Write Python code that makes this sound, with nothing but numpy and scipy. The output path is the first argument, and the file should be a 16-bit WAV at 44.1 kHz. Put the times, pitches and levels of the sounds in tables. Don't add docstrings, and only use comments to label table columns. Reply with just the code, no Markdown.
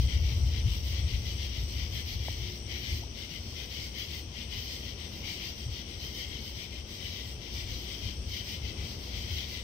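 import sys
import numpy as np
from scipy import signal
from scipy.fft import rfft, irfft, next_fast_len
from scipy.io import wavfile
from scipy.ndimage import uniform_filter1d, map_coordinates

SR = 44100
rng = np.random.default_rng(int(sys.argv[2]) if len(sys.argv) > 2 else 0)


def magnitude_from_level(level_db):
    exponent = np.asarray(level_db, float) / 20
    return 10 ** exponent


def file_out(sig):
    cols = np.atleast_2d(sig).T
    lim = np.clip(cols, -1, 1)
    pcm = np.round(lim * 32767).astype(np.int16)
    wavfile.write(sys.argv[1], SR, pcm)


N = 424683
TIME = np.arange(N) / SR


def unit(x):
    return x / np.sqrt(np.mean(x ** 2) + 1e-20)


def along(points, hz):
    f, v = np.transpose(points)
    return np.interp(np.log(hz + 1), np.log(f + 1), v)


def over_time(points):
    s, value = np.transpose(points)
    return np.interp(TIME, s, value)


def wobble(rate):
    knots = rng.standard_normal(int(N * rate / SR) + 4)
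    return map_coordinates(knots, [TIME * rate])


def noise():
    return rng.standard_normal((2, N))


def filtered(x, response):
    m = next_fast_len(N + 8192)
    return irfft(rfft(x, m) * response(np.fft.rfftfreq(m, 1 / SR)), m)[..., :N]


def strokes(s, db, half_s):
    t = TIME[::100]
    swells = 1 / (1 + abs((t - s[:, None]) / half_s) ** 5)
    power = magnitude_from_level(2 * np.asarray(db)) @ swells
    return [np.interp(TIME, t, np.sqrt(p)) for p in power]


# frequency in Hz, left-right likeness.
LIKENESS = [(60, 0.98), (180, 0.99), (500, 0.6), (1050, -0.027), (1650, -0.26), (2000, 0.045),
            (3000, 0.0031), (15000, 0.013)]
# frequency in Hz, left over right in dB.
PORT_BALANCE = [(60, 2.5), (210, 4.5), (700, 4.5), (1400, 9), (2000, 7), (2600, 8), (3200, 11.5),
                (4000, 13), (5000, 5.5), (6400, 11), (7300, 3.5), (8400, 11), (10500, -5.5), (12000, -1.5),
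                (13400, -4.5), (15000, -1.5)]


def coloured(pair, spectrum):
    m = next_fast_len(N + 8192)
    hz = np.fft.rfftfreq(m, 1 / SR)
    turn = np.arccos(np.clip(along(LIKENESS, hz), -1, 1)) / 2
    mid, side = rfft(pair, m) * magnitude_from_level(along(spectrum, hz)) * [np.cos(turn), np.sin(turn)]
    balance_db = along(PORT_BALANCE, hz)
    ports = irfft([mid + side, mid - side] * magnitude_from_level(balance_db * [[.5], [-.5]]), m)[:, :N]
    return ports / np.std(ports.mean(0))


def file_teeth(share, spread_db, echo, patchy_db):
    struck = rng.random((2, N)) < share
    strikes = struck * magnitude_from_level(spread_db * noise()) * rng.choice([-1, 1], (2, N))
    hz, _, z = signal.stft(unit(strikes) + echo * noise(), SR, nperseg=2048)
    field = uniform_filter1d(rng.standard_normal(z.shape), size=3, axis=1)
    field = uniform_filter1d(field, size=8, axis=2)
    depth_db = patchy_db / (1 + (hz[:, None] / 9000) ** 2)
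    return signal.istft(z * magnitude_from_level(depth_db * unit(field)), nperseg=2048)[1][:, :N]


# first syllable in seconds,
# gap to the second in seconds, level of the first in dB, level of the second in dB.
LEFT_KATYDIDS = [(.13, .16, 1, 0.5), (.57, .14, -0.5, -1.5), (.97, 0.15, 1, 0.5), (1.3, 0.13, -6, -1),
                 (1.44, 0.12, -8, -2), (1.82, 0.16, 1, -1.5), (2.11, 0.12, -4, -5), (2.3, .16, -1, -2),
                 (2.74, 0.14, 1.5, 1.5), (3.21, 0.13, -1.5, -2.5), (3.61, 0.15, -0.5, 0.5),
                 (4.0, 0.13, 0.5, -2.5), (4.4, .16, -1, 0.5), (4.6, .13, -12, -7), (4.88, .15, -2.5, -3),
                 (5.29, 0.14, 0.5, -0.5), (5.63, .15, -16, -3.5), (5.92, 0.15, -4.5, -6),
                 (6.21, 0.14, -0.5, -1), (6.62, .14, -1, -4), (6.92, 0.12, -11, -4), (7.05, .13, -4, -0.5),
                 (7.46, 0.17, -4, -10), (7.6, 0.11, -3.5, -7), (7.92, .15, -1, 0.5), (8.38, .15, -0.5, -3),
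                 (8.68, .15, -1, -1), (9.16, .13, -1.5, -2), (9.41, .16, 1, -1)]
RIGHT_KATYDIDS = [(-.13, .14, 0, 3), (.22, .13, -4, -0.5), (.75, .14, 3, 4.5), (1.18, 0.16, -2.5, -6),
                  (1.6, 0.15, 0.5, -1), (1.86, .11, -7, 4), (2.11, 0.17, 4.5, 1), (2.41, 0.13, -5, -2.5),
                  (2.81, .14, 1.5, 3), (3.22, .13, -5, -4), (3.62, .13, -2, -1), (4.02, 0.14, 3.5, 2.5),
                  (4.62, 0.15, 3.5, 0.5), (4.87, .13, -4, -19), (5.07, 0.098, -14, -0.5), (5.3, .14, 1, -6),
                  (6.05, .13, 0.5, 4), (6.48, .13, 0, -5), (6.95, 0.12, -8, -3), (7.19, .1, -3, -2.5),
                  (7.59, 0.23, -4, 1), (7.94, 0.17, -3, -7), (8.359, 0.14, 2, 1), (8.91, 0.11, -7, -5),
                  (9.08, .12, -12, -6), (9.375, .15, 4, 2)]
FAR_KATYDIDS = [(.43, 0.059, -10, -3.5), (1.29, 0.16, 0.5, -2.5), (1.72, .14, -3, -17),
                (2.39, .13, -3.5, -7), (2.9, 0.094, -2, -3.5), (3.46, 0.085, -5, -4.5), (3.73, 0.11, -9, 2),
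                (4.02, .14, -11, -7), (4.56, 0.15, -4, 2), (5.33, 0.14, 1, 2.5), (5.61, 0.15, -3, -3),
                (6.04, 0.22, -2, -5), (6.45, .14, -3.5, -4.5), (6.76, 0.18, -17, -1.5),
                (7.1, 0.18, -1.5, -5.5), (7.57, 0.16, 1, 1.5), (7.92, 0.1, -8, -4), (8.33, 0.18, -1, 2.5),
                (8.91, 0.15, -1, -6.5), (9.07, .13, -6, 0), (9.34, .16, 0, -5)]
# frequency in Hz, level in dB per Hz.
MAIN_WING = [(2000, -25), (2550, -23.5), (2750, -7), (3000, 0.5), (3150, 2.5), (3400, -3.5), (3700, -6.5),
             (4000, -17), (4600, -51)]
LOW_NOTE_BAND = [(1300, -34.5), (1650, -21.5), (1850, -9), (2050, 2), (2200, -0.5), (2500, -3.5),
                 (2750, -10.5), (3300, -51)]
UPPER_WING = [(3200, -45), (3800, -10.5), (4000, -3), (4900, 1), (5050, 3.5), (5350, -2.5), (5900, -2.5),
              (6400, -10.5), (7000, -17), (7600, -18), (9000, -25), (10500, -54)]
HIGH_RASP = [(8000, -40), (9000, -19), (9700, -9), (10400, -7.5), (11000, 2), (12500, 6.5), (13600, 9),
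             (15000, 11), (15900, 3)]
# main wing, low note, upper wing and high rasp in dB.
GROUP_DB = [
    (-48, -53, -51.5, -63),
    (-52, -60, -51.5, -60.5),
    (-49.5, -58, -48, -61),
]
# left over right beyond the ports' own, same four bands, in dB.
GROUP_SEAT_DB = [
    (3, 1.5, 5, 7),
    (-6, -1, -5, -3),
    (-6, 1, -3.5, -3),
]


def katydids():
    moments, efforts, members = [], [], []
    for k, calls in enumerate((LEFT_KATYDIDS, RIGHT_KATYDIDS, FAR_KATYDIDS)):
        first_s, gap_s, first_db, second_db = np.transpose(calls)
        moments += [first_s, first_s + gap_s]
        efforts += [first_db, second_db]
        members += [k] * (2 * len(first_s))
    s, effort_db = np.concatenate(moments), np.concatenate(efforts)
    bands_db = np.transpose(GROUP_DB)[:, members]
    seats_db = np.transpose(GROUP_SEAT_DB)[:, members]
    scrape = file_teeth(.1, 4.3, 1.11, patchy_db=3.5)
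    out = 0
    for db, seat, colour in zip(bands_db, seats_db, (MAIN_WING, LOW_NOTE_BAND, UPPER_WING, HIGH_RASP)):
        port_db = effort_db + db + np.outer([.5, -.5], seat)
        out = out + strokes(s, port_db, half_s=0.043) * coloured(scrape, colour)
    return out


def cricket_wing(hz, width_hz, rate, sharp):
    gate = (.5 + .5 * np.cos(2 * np.pi * np.cumsum(rate) / SR)) ** sharp
    return unit(filtered(gate * noise(), lambda f: 1 / (1 + ((f - hz) / width_hz) ** 2)))


# time in seconds, level in dB.
TRILL_LEVEL = [(0, -49), (2.85, -49.5), (3.8, -55), (4.7, -58), (5.5, -50.5), (8.3, -61), (9.4, -59.5),
               (9.63, -64)]


def tree_cricket():
    wing = cricket_wing(5720, 130, 79 + 1.45 * wobble(2.5), sharp=0.93)
    return magnitude_from_level(over_time(TRILL_LEVEL) - 4.5) * magnitude_from_level([[3], [-3]]) * wing


# frequency in Hz, width in Hz.
GROUND_NOTES = [
    (8440, 150),
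    (8180, 300),
    (7980, 130),
    (7350, 120),
]
# first chirp in seconds, last chirp in seconds, number of chirps.
CHIRP_RUNS = [
    [(.04, 1.745, 7), (2.035, 2.94, 4), (3.35, 5.63, 9), (5.91, 9.61, 14)],
    [(.1, 2.93, 10), (3.22, 5.95, 10), (6.3, 9.52, 11)],
    [(.12, 4.9, 14), (5.31, 6.09, 3), (6.54, 9.62, 9)],
    [(.44, 5.34, 11), (5.75, 9.33, 8)],
]
# level in dB, left over right in dB.
RUN_LEVELS = [
    [(-66, 7), (-66.5, 7), (-64.5, 5), (-63, -1)],
    [(-64, 15), (-67, 13), (-66, 12)],
    [(-72, -3), (-70, -6), (-68, -5)],
    [(-72, -3), (-69, -5)],
]


def ground_crickets():
    out = 0
    for (hz, width_hz), runs, levels in zip(GROUND_NOTES, CHIRP_RUNS, RUN_LEVELS):
        chirps = [(at, *level) for run, level in zip(runs, levels) for at in np.linspace(*run)]
        s, db, side_db = np.transpose(chirps)
        wing = cricket_wing(hz, width_hz, 86 + 4 * wobble(2.7), sharp=0.46)
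        out = out + strokes(s, db + np.outer([.5, -.5], side_db), half_s=0.046) * wing
    return out


# time in seconds, level in dB.
HAND_UNREST = [(0.0, -27.5), (0.43, -29), (1.07, -37), (2.92, -42.5), (3.22, -46.5), (3.65, -44),
               (5.18, -45), (8.53, -44.5), (8.66, -44), (9.63, -43)]
# time in seconds, level in dB.
HAND_JOLTS = [(.22, -23.5), (.44, -31), (.66, -24), (1.05, -27), (1.16, -27), (1.32, -37), (1.62, -31.5),
              (1.8, -31.5), (1.95, -36.5), (2.19, -33), (2.31, -36.5), (2.43, -33.5), (2.76, -40),
              (2.94, -30.5), (3.47, -45), (4.57, -38), (5.69, -33), (7.55, -38), (7.66, -36.5), (7.74, -34),
              (8.07, -32), (8.21, -34), (8.29, -36), (8.66, -33.5), (8.83, -33.5), (9.17, -38.5),
              (9.34, -34)]
# frequency in Hz, level in dB per Hz.
CASE_RUMBLE = [(22, 0), (30, -18), (38, -13), (50, -2), (62, 4), (73, 1.5), (84, -1), (100, -3.5),
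               (120, -9.5), (145, -20), (190, -23.5), (250, -64)]


def hand_rumble():
    shake = coloured(noise(), CASE_RUMBLE)
    grip = uniform_filter1d(shake.mean(0) ** 2, size=SR // 14)
    s, db = np.transpose(HAND_JOLTS)
    unrest = magnitude_from_level(over_time(HAND_UNREST) + 3.0 + 1.17 * wobble(9))
    hand = np.hypot(unrest, strokes(s, [db], half_s=0.03)[0])
    return hand * unit(shake / (abs(grip) + 0.06) ** .45)


# time in seconds, level in dB, frequency in Hz, half length in seconds.
FINGER_TAPS = [
    (2.2847, -27.5, 700, .0026),
    (2.28445, -36, 1950, .0018),
    (3.026, -49, 680, .02),
    (3.033, -51, 800, .008),
    (3.039, -46.5, 900, .012),
]


def finger_taps():
    taps, t = np.zeros(N + SR), np.arange(SR // 10) / SR
    for s, db, hz, half in FINGER_TAPS:
        swell = np.exp(-7 * ((t - half) / half) ** 2)
        start = round((s - half) * SR)
        taps[start:][:len(t)] -= magnitude_from_level(db) * swell * np.cos(2 * np.pi * hz * (t - half))
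    return magnitude_from_level([[2.5], [-3.5]]) * taps[:N]


# frequency in Hz, level in dB per Hz.
ROAD_COLOUR = [(71, -40), (120, -4), (188, -8), (221, -4), (269, -9), (343, -9.5), (448, -12.5),
               (1300, -27), (1900, -30), (2470, -59), (4180, -120)]
# time in seconds, level in dB.
ROAD_LEVEL = [(0, -52.5), (3.2, -53.5), (5.3, -53.5), (7.0, -54), (9.63, -51.5)]


def far_road():
    level = magnitude_from_level(over_time(ROAD_LEVEL) + 3.5 + 0.73 * wobble(2.713))
    return level * coloured(noise(), ROAD_COLOUR)


def drifting_tone(hz, drift_hz):
    return np.sin(2 * np.pi * np.cumsum(hz + drift_hz * wobble(4)) / SR)


def far_horn():
    start_s, hold_s, edge_s = 2.45, 0.57, 0.05
    since = TIME - start_s
    blown = np.clip(np.minimum(since, hold_s - since) / edge_s + 1, 0, 1) ** 2
    level = magnitude_from_level(-52 - 8 * since + 0.73 * wobble(12.1))
    return magnitude_from_level([[1.5], [-1.5]]) * blown * level * drifting_tone(358, 1.724)


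# frequency in Hz, level in dB.
MACHINE_NOTES = [
    (357, -63),
    (470, -72),
    (768, -80),
    (1006, -78),
]


def far_machine():
    whine = sum(magnitude_from_level(db + 2.2 * wobble(1.5)) * drifting_tone(hz, 3.02) for hz, db in MACHINE_NOTES)
    return magnitude_from_level([[1.5], [-1.5]]) * whine


# frequency in Hz, level in dB per Hz.
FAR_HISS = [(880, -45), (1500, -19.5), (2090, -4), (3130, 4), (3890, -5.5), (5760, 7), (6950, -16.5),
            (8370, -9), (10200, -21), (13500, -21), (15700, -20)]


def far_insects():
    return magnitude_from_level(-52 + 0.79 * wobble(1.48)) * coloured(noise(), FAR_HISS)


def scene():
    insects = katydids() + tree_cricket() + ground_crickets()
    hand = hand_rumble() + finger_taps()
    return insects + hand + far_road() + far_horn() + far_machine() + far_insects()


def low_pass(x):
    return signal.sosfilt(signal.butter(12, 16230, fs=SR, output="sos"), x)


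def record(dry):
    offset, top_hz = 549, 15760
    hz, _, z = signal.stft(np.roll(dry, -offset, axis=1), SR, window="cosine", nperseg=2048)
    power = abs(z) ** 2
    around = uniform_filter1d(power, size=28, axis=1)
    margin_db = along([(500, -30), (1200, -9), (5200, -9), (6600, -5), (10500, -5), (12000, -9)], hz)
    kept = np.where(power > around * magnitude_from_level(2 * margin_db)[:, None], 1, .05)
    valley_db = along([(5500, -40), (6200, -18), (7500, -16), (8800, -10), (10600, -10.5), (11500, -20)], hz)
    near = uniform_filter1d(power, size=12, axis=1)
    far_around = uniform_filter1d(power.mean(0), size=160, axis=0)
    kept = kept * (near > far_around * magnitude_from_level(2 * valley_db)[:, None])
    quiet = signal.istft(z * kept, window="cosine", nperseg=2048)[1][:, :N]
    quiet = np.roll(quiet, offset, axis=1)
    mix = filtered(quiet, lambda f: (f < top_hz) / (1 + (30 / (f + 1)) ** 4))
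    return low_pass(mix)


dry = scene()
out = record(dry)
file_out(out)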